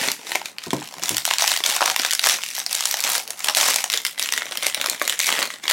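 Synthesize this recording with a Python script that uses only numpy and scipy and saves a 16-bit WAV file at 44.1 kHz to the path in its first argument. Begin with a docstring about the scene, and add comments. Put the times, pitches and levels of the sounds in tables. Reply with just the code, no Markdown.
"""Close at the microphone, hands slide a foil bag out of a cardboard box; its crinkling is coloured by the box's cavity.
From 0.52 s the bag is in free air; from 0.67 s the box knocks on the table, ringing it with a slap and a thud.
The bag is crumpled open, and from 3.92 s its gaping mouth colours the crinkling; four times a side flips with a deep pop.
Throughout, each large crease rings a facet of film and pops the hollow bag, over fine crackle and rubbing noise.
A small dry room answers with decaying noise, over faint still air."""
import sys
import numpy as np
from scipy import signal
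from scipy.fft import rfft, irfft, next_fast_len
from scipy.io import wavfile
from scipy.ndimage import uniform_filter1d

SR = 44100
rng = np.random.default_rng(int(sys.argv[2]) if len(sys.argv) > 2 else 0)


def store_wav(level_fs):
    """Save 16-bit WAV to argv[1]."""
    pcm = np.round(np.clip(np.atleast_2d(level_fs), -1, 1) * 32767)
    wavfile.write(sys.argv[1], SR, pcm.T.astype(np.int16))


N = 252648  # samples in the whole take

# All level_db columns are relative: each source sets its own gain on top.
# each squeeze, push or pull of the fingers: start_s [s], hold_s [s], crackle_db [dB], bag_flex_db [dB]
SQUEEZES = [(0.0, 0.079, -25.5, -30.5), (0.18, 0.076, -44.5, -49.5), (0.27, 0.068, -33.5, -42),
            (0.456, 0.0039, -37, -45), (0.634, 0.013, -34.5, -48.5), (0.709, 0.17, -39.5, -51),
            (0.921, 0.089, -41, -42), (1.029, 0.151, -29.5, -38.5), (1.264, 0.071, -27, -46),
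            (1.403, 0.15, -22.5, -37.5), (1.652, 0.11, -23.5, -31.5), (1.814, 0.1, -27, -31.5),
            (1.989, 0.089, -26.5, -40.5), (2.236, 0.1, -20, -32), (2.417, 0.1, -32.5, -61),
            (2.548, 0.053, -29.5, -53), (2.708, 0.22, -28.5, -42), (2.972, 0.02, -28.5, -38.5),
            (3.041, 0.13, -23, -32), (3.27, 0.075, -46.5, -45.5), (3.389, 0.062, -32.5, -43.5),
            (3.462, 0.028, -29.5, -31.5), (3.568, 0.14, -18.5, -26), (3.72, 0.086, -27.5, -38.5),
            (3.922, 0.031, -26.5, -36.5), (4.055, 0.018, -31.5, -62), (4.193, 0.069, -28.5, -42.5),
            (4.325, 0.068, -31, -41), (4.448, 0.028, -34, -38.5), (4.516, 0.044, -33.5, -35.5),
            (4.625, 0.05, -25, -37), (4.772, 0.17, -33, -35), (5.005, 0.13, -30.5, -39.5),
            (5.202, 0.086, -23.5, -44), (5.275, 0.16, -25.5, -29.5), (5.502, 0.027, -33, -40.5),
            (5.635, 0.019, -33, -38.5), (5.703, 0.055, -18.5, -41)]
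# large creases that buckle: start_s [s], snap_db [dB], facet_ring_hz [Hz], bag_pop_db [dB]
CREASES = [(0.0368, -16, 3317, -23), (0.0856, -10, 2447, -24.5), (0.1166, -11, 7290, -34),
           (0.3186, -13.5, 3760, -26), (0.3511, -16, 3206, -19.5), (0.3552, -9, 3770, -15.5),
           (0.4156, -26, 2882, -24.5), (0.4575, -18, 4050, -42), (0.5839, -17.5, 4304, -43),
           (0.706, -15.5, 3217, -34), (0.8188, -40, 3060, -24), (1.0359, -11.5, 5050, -23.5),
           (1.0924, -7, 6953, -27), (1.1682, -10, 5117, -46), (1.1816, -11, 7210, -30),
           (1.2525, -7, 5666, -24), (1.2771, -18, 4400, -16.5), (1.3104, -6.5, 3395, -12),
           (1.3366, -9, 3856, -38), (1.3841, -8.5, 5456, -31), (1.3965, -13, 4246, -26),
           (1.422, -6, 5010, -12), (1.4415, -11, 4970, -14), (1.477, -5.5, 3846, -17),
           (1.5173, -8.5, 5107, -17), (1.564, -12.5, 4270, -30), (1.5738, -13, 5315, -25),
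           (1.604, -19, 3410, -21.5), (1.6385, -7.5, 4530, -44), (1.6622, -6, 4565, -38),
           (1.699, -10.0, 5510, -32), (1.7636, -10.5, 6240, -19), (1.8075, -17, 3790, -10.5),
           (1.8177, -12, 3180, -9), (1.8259, -14, 3887, -8.5), (1.8595, -7, 5287, -17),
           (1.8772, -13.5, 3668, -13), (1.8998, -8.5, 4064, -21), (1.9623, -7, 5060, -17),
           (1.9964, -10, 3700, -21), (2.049, -7, 3395, -20), (2.1088, -9, 5107, -45),
           (2.115, -12.5, 6596, -49), (2.1262, -13, 4940, -39), (2.134, -8, 4190, -42),
           (2.1502, -10.5, 5075, -29), (2.1936, -7, 4316, -29), (2.2404, -9, 4200, -17),
           (2.2624, -10, 5160, -16), (2.2706, -8, 5230, -10.5), (2.2884, -7, 5155, -36),
           (2.2967, -6, 4837, -22), (2.4361, -13.5, 3632, -30.5), (2.58, -27, 5000, -21.5),
           (2.594, -16.5, 6940, -37), (2.6634, -10.5, 5580, -29), (2.7287, -10.5, 6050, -34),
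           (2.751, -9, 6840, -32), (2.8075, -11, 5990, -22.5), (2.855, -7, 6570, -22),
           (2.9116, -10.5, 7376, -38), (2.9414, -10, 3220, -18), (3.0044, -12, 7363, -40),
           (3.039, -10, 4615, -35), (3.09, -27, 4717, -21), (3.1016, -14, 7304, -33),
           (3.1523, -11, 5986, -15.5), (3.277, -21, 6404, -42), (3.3053, -14.5, 6093, -29.5),
           (3.4445, -10, 6530, -26), (3.4841, -6, 3556, -18), (3.4972, -12, 4980, -14.5),
           (3.5489, -7.5, 5790, -33), (3.5702, -7.5, 7100, -16), (3.6115, -5.5, 5500, -24),
           (3.629, -13, 5470, -19), (3.6856, -13, 5050, -13), (3.7425, -11, 6580, -53),
           (3.7601, -7, 7090, -18), (3.8408, -9, 5700, -17), (3.9003, -10.5, 4390, -33),
           (3.9291, -13, 5045, -34), (3.9381, -6.5, 4390, -35), (3.9741, -9.5, 4780, -23.5),
           (4.0505, -8.5, 4195, -26.5), (4.0658, -11.5, 4820, -35), (4.1786, -21, 2794, -29),
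           (4.1958, -10, 5700, -29), (4.2262, -9.5, 5160, -40), (4.289, -13, 3550, -26.5),
           (4.3234, -8.5, 5745, -21.5), (4.3369, -10.5, 3640, -28), (4.3766, -10.5, 3955, -23.5),
           (4.4203, -16.5, 2287, -21), (4.5217, -17.5, 3720, -25), (4.573, -11.5, 4460, -44),
           (4.6259, -15.5, 3290, -21), (4.6664, -6, 4990, -16), (4.746, -8.5, 4786, -26),
           (4.8135, -9.5, 3650, -42), (4.842, -15.5, 2500, -18), (4.8605, -9.5, 4475, -13.5),
           (4.898, -7, 7845, -54), (5.0155, -11, 2316, -11), (5.0777, -9, 5870, -23),
           (5.0963, -7, 4530, -27), (5.125, -14.5, 3113, -30), (5.1916, -10.5, 6294, -30),
           (5.2017, -7.5, 3920, -43), (5.268, -9, 5900, -29), (5.2902, -10, 3317, -14.5),
           (5.325, -8.5, 4165, -17), (5.39, -11.5, 2270, -20), (5.4273, -8, 4154, -17),
           (5.6798, -8, 2934, -31), (5.6991, -9, 4220, -17.5), (5.7107, -7.5, 4270, -14)]
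# a buckling facet of film: multiple_of_ring [ratio], level_db [dB]
FACET = [(.04, -56), (.12, -25), (.25, -11), (.5, -2.5), (.8, -1.5), (1.1, -1), (1.6, -6), (2.4, -12.5),
         (4, -19), (8, -41)]
# the hollow bag: pitch_hz [Hz], level_db [dB]
BAG = [(60, -46.5), (130, -29.5), (250, -18), (450, -12.5), (680, 2.5), (1000, 3.5), (1300, -1.5),
       (1900, -2.5), (4000, -64)]
# fingers and cardboard rubbing on film: pitch_hz [Hz], level_db [dB]
RUB = [(500, -34), (1200, -6.5), (2100, 10), (3500, 3), (6000, 5.5), (10000, -0.5), (16000, -10)]
# the box's cavity around the bag: pitch_hz [Hz], level_db [dB]
IN_BOX = [(150, 16), (370, 14), (500, 6.5), (650, 1.5), (900, 4.5), (1150, -2.5), (1500, 2.5), (2000, 1.5),
          (4000, 1), (16000, 1)]
# the bag's own cavity once it gapes: pitch_hz [Hz], level_db [dB]
GAPING = [(150, 6), (300, 5), (520, 2), (750, -5), (1300, -1.5), (1700, -2), (2150, 6), (2500, -4),
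          (3300, 2.5), (4500, -2.5), (9000, 0.5)]
# the room's decay: pitch_hz [Hz], t60_s [s]
ROOM = [(150, 0.34), (800, 0.16), (3000, 0.19), (8000, 0.22), (16000, 0.22)]
# still room air: pitch_hz [Hz], level_db [dB]
AIR = [(20, -4), (50, -28), (110, 1.5), (200, 9), (400, 5), (1500, 2.5), (6000, -29), (16000, -29)]
# the box meets the table and is nudged: start_s [s], level_db [dB], contact_s [s]
KNOCKS = [(0.667, -20.5, 0.0014), (0.731, -8.5, 0.00038), (0.967, -31, .002), (1.016, -24, 0.017),
          (1.105, -16.5, 0.0045)]
# resonances of the box on the table: pitch_hz [Hz], level_db [dB], t60_s [s]
BOX = [(110.6, -14, 0.26), (141, -9.5, 0.17), (167, -5.5, 0.18), (228, -13, 0.083), (299, -3, 0.14),
       (369, 3, 0.069), (463, -13, 0.064), (560, -26, 0.069), (664, -9, .07), (908, -7, 0.087),
       (1020, 5, 0.027)]
# a whole side of the bag flips: start_s [s], level_db [dB], settled_pitch_hz [Hz]
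FLIPS = [(1.603, -28, 330), (1.996, -22.5, 262), (4.769, -23.5, 492), (4.883, -23, 340)]

TOP_HZ = 16000  # upper band limit
SNAP_SIZE = 1024  # samples in one click
LEAVES_BOX_S, OPENS_S = 0.52, 3.92  # the bag comes out of the box, then gapes
GRIP_DB_PER_S, RELAX_DB_PER_S = 762, 288  # the fingers take hold quickly, the film relaxes more slowly
RESTING_DB = -56  # the bag merely held
SETTLE_DB, SETTLE_DB_PER_S = -25, 213  # small creases settle in the wake of each snap
GAPE_SWING, GAPE_CHANGES_PER_S = 0.095, 20  # how far (share of pitch) and how often the open bag is reshaped


def amp(db):
    """Decibels to gain."""
    return 10 ** (np.asarray(db) / 20)


def unit(x):
    """Scale to rms 1."""
    return x / np.sqrt(np.mean(x ** 2) + 1e-20)


def along(points, hz):
    """Read (Hz, value) points on a logarithmic frequency axis."""
    point_hz, value = np.transpose(points)
    return np.interp(np.log(hz + 1e-6), np.log(point_hz), value)


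def filtered(x, response):
    """Apply a response given as a function of frequency."""
    size = 2 * next_fast_len(N // 2 + SR // 4)
    spectrum = rfft(x, size) * response(np.fft.rfftfreq(size, 1 / SR))
    return irfft(spectrum, size)[..., :N]


def noise(spectrum):
    """Coloured noise of rms 1."""
    return unit(filtered(rng.standard_normal(N), lambda hz: amp(along(spectrum, hz))))


def add(track, start_s, sound):
    """Mix a sound into a track at its start time."""
    start = int(np.clip(round(start_s * SR), 0, N - 1))
    track[start:start + len(sound)] += sound[:N - start]


def causal(gain_db):
    """Minimum-phase response of a body with these gains: it rings only after it is struck."""
    cepstrum = irfft(np.log(amp(gain_db)))
    size = cepstrum.shape[-1]
    cepstrum[..., 0] /= 2
    return np.exp(rfft(2 * cepstrum[..., :size // 2], size))


def handling(squeeze_db, snap_db):
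    """Small-crease level in dB: each squeeze rises, holds and relaxes, and each snap leaves the film settling."""
    t = np.arange(N) / SR
    coarse = t[::64]
    start, hold = np.transpose(SQUEEZES)[:2, :, None]
    before_s = np.maximum(start - coarse, 0)
    after_s = np.maximum(coarse - start - hold, 0)
    fade_db = GRIP_DB_PER_S * before_s + RELAX_DB_PER_S * after_s
    squeezing = amp(squeeze_db[:, None] - fade_db)
    age = coarse - np.array(CREASES)[:, :1]
    settling = (age > 0) * amp(snap_db[:, None] + SETTLE_DB - SETTLE_DB_PER_S * np.abs(age))
    power = np.sum(squeezing ** 2, axis=0) + np.sum(settling ** 2, axis=0) + amp(RESTING_DB) ** 2
    return np.interp(t, coarse, 10 * np.log10(power))


def buckles(shape, scale, jump_s, flutter_db, flutter_s, modes_db, knot_count=40):
    """One click per scale, of rms 1 over 1 ms: a sudden jump and brief flutter, rung through random modes."""
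    t = np.arange(SNAP_SIZE) / SR
    hz = np.fft.rfftfreq(2 * SNAP_SIZE, 1 / SR)
    # every crumpled facet has another outline, so its peaks and dips fall at random
    knots = np.geomspace(300, TOP_HZ, knot_count)
    random_rows = rng.standard_normal((len(scale), knot_count))
    modes = np.array([np.interp(hz, knots, row) for row in random_rows])
    colour = causal(along(shape, hz / scale[:, None]) + modes_db * modes)
    # the fold runs across the facet: its push swells, then dies, faster for some creases than for others
    run = t / (jump_s * np.exp(0.64 * rng.standard_normal((len(scale), 1))))
    jump = run * np.exp(1 - run)
    flutter = amp(flutter_db) * np.exp(-t / flutter_s)
    push = rng.standard_normal((len(scale), SNAP_SIZE)) * (jump + flutter)
    clicks = irfft(rfft(push, 2 * SNAP_SIZE) * colour)
    return clicks / np.linalg.norm(clicks, axis=1, keepdims=True) * np.sqrt(SR / 10 ** 3)


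def crackle(fine_db, flex_db, rub_db, brush_db, slide_db, rate, size_db, ring_hz, spread, pop_spread,
            largest_db, count=64):
    """Small creases give way at random, more of them under a harder grip, over the hiss of rubbing."""
    _, _, squeeze_db, squeeze_flex_db = np.transpose(SQUEEZES)
    snap_s, snap_db, snap_hz, snap_pop_db = np.transpose(CREASES)
    grip_db = handling(squeeze_db, snap_db)
    bend_db = handling(squeeze_flex_db, snap_pop_db)

    hit = rng.random(N) < rate / SR * amp((grip_db - grip_db.mean()) / 2)
    sizes = hit * amp(size_db * np.minimum(rng.exponential(size=N), 3))
    # the hands feed in energy evenly, so a big crease leaves less for its neighbours
    nearby_power = np.abs(uniform_filter1d(sizes ** 2, size=1100)) * SR / 10 ** 3
    sizes /= np.sqrt(nearby_power + 0.043)
    sizes = np.minimum(sizes, amp(largest_db - grip_db))

    # small creases ring like the large ones that buckle around the same time
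    t = np.arange(N) / SR
    nearby_hz = np.interp(t, snap_s, uniform_filter1d(snap_hz, size=5))
    pitch = np.log(nearby_hz / snap_hz.mean()) + spread * rng.standard_normal(N)
    scales = np.linspace(-1, 1, count)
    facet_of = np.minimum(np.searchsorted(scales, pitch), count - 1)
    facets = buckles(FACET, ring_hz * np.exp(scales), jump_s=0.00019, flutter_db=-12.5,
                     flutter_s=0.0024, modes_db=5)
    pops = buckles(BAG, np.exp(pop_spread * rng.standard_normal(count)), jump_s=0.00051, flutter_db=-9,
                   flutter_s=0.0018, modes_db=6)

    # while the bag slides out of the box it rubs more and creases less
    sliding_db = slide_db * (t < LEAVES_BOX_S)
    sizes *= amp(-sliding_db)
    rubbing = amp(grip_db + rub_db + sliding_db) * noise(RUB)
    brushing = amp(bend_db + brush_db) * noise(BAG)
    track = rubbing + brushing
    for i in np.flatnonzero(hit):
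        facet = amp(grip_db[i] + fine_db) * facets[facet_of[i]]
        pop = amp(bend_db[i] + flex_db) * pops[facet_of[i]]
        add(track, i / SR, sizes[i] * (facet + pop))
    return track


def snaps(snap_db, pop_db):
    """Large creases buckle: each rings its own facet and shakes the hollow bag."""
    start_s, level_db, ring_hz, bag_db = np.transpose(CREASES)
    facets = buckles(FACET, ring_hz, jump_s=0.00022, flutter_db=-5.5, flutter_s=0.0024, modes_db=2.5)
    pops = buckles(BAG, np.ones(len(start_s)), jump_s=0.00022, flutter_db=-8, flutter_s=0.0013, modes_db=3.5)
    sounds = amp(level_db + snap_db)[:, None] * facets + amp(bag_db + pop_db)[:, None] * pops
    track = np.zeros(N)
    for start, sound in zip(start_s, sounds):
        add(track, start, sound)
    return track


def cavities(bag):
    """Resonances colour the crinkling: first the box, then free air, then the changing mouth of the open bag."""
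    t = np.arange(N) / SR

    def through(x, cavity, scale=1):
        """Pass a sound through a cavity whose pitches are scaled."""
        return filtered(x, lambda hz: causal(along(cavity, hz / scale)))

    boxed, opened = t < LEAVES_BOX_S, t > OPENS_S
    gape = np.interp(t * GAPE_CHANGES_PER_S, np.arange(SR), rng.uniform(-1.1, 1, SR))
    # crossfade between a low, a middle and a high tuning of the mouth
    mouth = np.zeros(N)
    for k in (-1, 0, 1):
        share = np.maximum(1 - np.abs(gape - k), 0)
        mouth += through(bag * opened * share, GAPING, 1 + GAPE_SWING * k)
    return through(bag * boxed, IN_BOX) + bag * ~(boxed | opened) + mouth


def room(x, wet_db, width_db, onset_s, count=6):
    """The walls' answer as decaying noise, slightly unlike at the two ports; it changes as the hands move."""
    answer = np.zeros((2, N))
    for place in range(count):
        hz, t, z = signal.stft(rng.standard_normal((2, SR // 3)), SR, nperseg=256)
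        decay = amp(-60 * t / along(ROOM, hz)[:, None])
        onset = 1 - np.exp(-(t / onset_s) ** 2)
        tail = signal.istft(z * decay * onset, SR, nperseg=256)[1]
        # the places take turns, a tenth of a second each
        here = np.arange(N) * 10 // SR % count == place
        answer += signal.fftconvolve((x * here)[None], tail / np.linalg.norm(tail[0]), axes=1)[:, :N]
    mid, side = amp(wet_db) * answer[0], amp(wet_db + width_db) * answer[1]
    return np.array([mid + side, mid - side])


def still_air(mid_db, apart_db):
    """Steady coloured noise: one part common to both ports, one independent in each."""
    return amp(mid_db) * noise(AIR) + amp(apart_db) * np.array([noise(AIR), noise(AIR)])


def box(ring_db, slap_db, slap_s, thud_db, thud_hz, thud_s):
    """Each knock rings box and table, with a slap of cardboard on top and a dull thud as the flaps settle."""
    track, t = np.zeros(N), np.arange(SR // 2) / SR

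    def thud_band(hz):
        """A broad band around the thud's pitch."""
        return (hz / thud_hz) ** 2 / (1 + (hz / thud_hz) ** 4)

    for start_s, db, contact_s in KNOCKS:
        ring = np.zeros(len(t))
        for hz, level_db, t60 in BOX:
            decay = amp(level_db + rng.normal(0, 3.2) - 60 * t / t60)
            ring += decay * np.sin(2 * np.pi * (hz * t + rng.random()))
        slap = noise(RUB)[:len(t)] * np.exp(-t / slap_s)
        thud = unit(filtered(rng.standard_normal(N), thud_band))[:len(t)] * np.exp(-t / thud_s)
        blow = amp(ring_db) * ring + amp(slap_db) * slap + amp(thud_db) * thud
        # a longer contact makes a softer attack
        add(track, start_s, amp(db) * blow * (1 - np.exp(-t / contact_s)))
    return track


def flips(level_db, rise_s, sag, sag_s):
    """A side of the bag flips over and swings for a few cycles, its pitch sagging as the tension goes."""
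    track, t = np.zeros(N), np.arange(SR // 10) / SR
    for start_s, db, hz in FLIPS:
        phase = 2 * np.pi * np.cumsum(hz * (1 + sag * np.exp(-t / sag_s))) / SR
        swell = t / rise_s * np.exp(1 - t / rise_s)
        add(track, start_s, amp(db + level_db) * np.sin(phase) * swell)
    return track


def ports(x, apart_db, apart_hz):
    """Two close microphone ports hear the bass alike and the treble a little differently."""
    def difference(hz):
        """A high-pass, delayed by 0.547 ms."""
        return 1j * hz / (apart_hz + 1j * hz) * np.exp(-2j * np.pi * hz * 0.000547)

    side = amp(apart_db) * filtered(x, difference)
    balance_db = [[.2], [-.2]]
    return np.array([x + side, x - side]) * amp(balance_db)


def scene():
    """Bag and box just in front of the microphone, in the room."""
    bag = crackle(
        fine_db=0.0, flex_db=-1.0, rub_db=-6, brush_db=-13, slide_db=3.5, rate=380, size_db=7.5,
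        ring_hz=4400, spread=.3, pop_spread=0.12, largest_db=-15, count=160)
    bag = bag + snaps(snap_db=0.0, pop_db=0.5)
    near = cavities(bag)
    near = near + box(ring_db=-10.0, slap_db=-9, slap_s=0.0041, thud_db=-13.0, thud_hz=330, thud_s=0.022)
    near = near + flips(level_db=-5, rise_s=0.0019, sag=0.53, sag_s=.003)
    direct = ports(near, apart_db=-20, apart_hz=2500)
    answer = room(near, wet_db=-9.5, width_db=-26, onset_s=0.0067)
    return direct + answer + still_air(mid_db=-60.0, apart_db=-55.5)


def record(dry, ceiling=1.0, low_cut_hz=66):
    """The camera rounds off the tallest peaks, cuts the rumble and keeps nothing above its band limit."""
    rounded = dry / (1 + (dry / ceiling) ** 4) ** (1 / 4)

    def band(hz):
        """Third-order low cut and a sharp upper limit."""
        s = 1j * hz / low_cut_hz
        return s ** 3 / ((s + 1) * (s ** 2 + s + 1)) * (hz < TOP_HZ)

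    return filtered(rounded, band)


dry = scene()
out = record(dry)
store_wav(out)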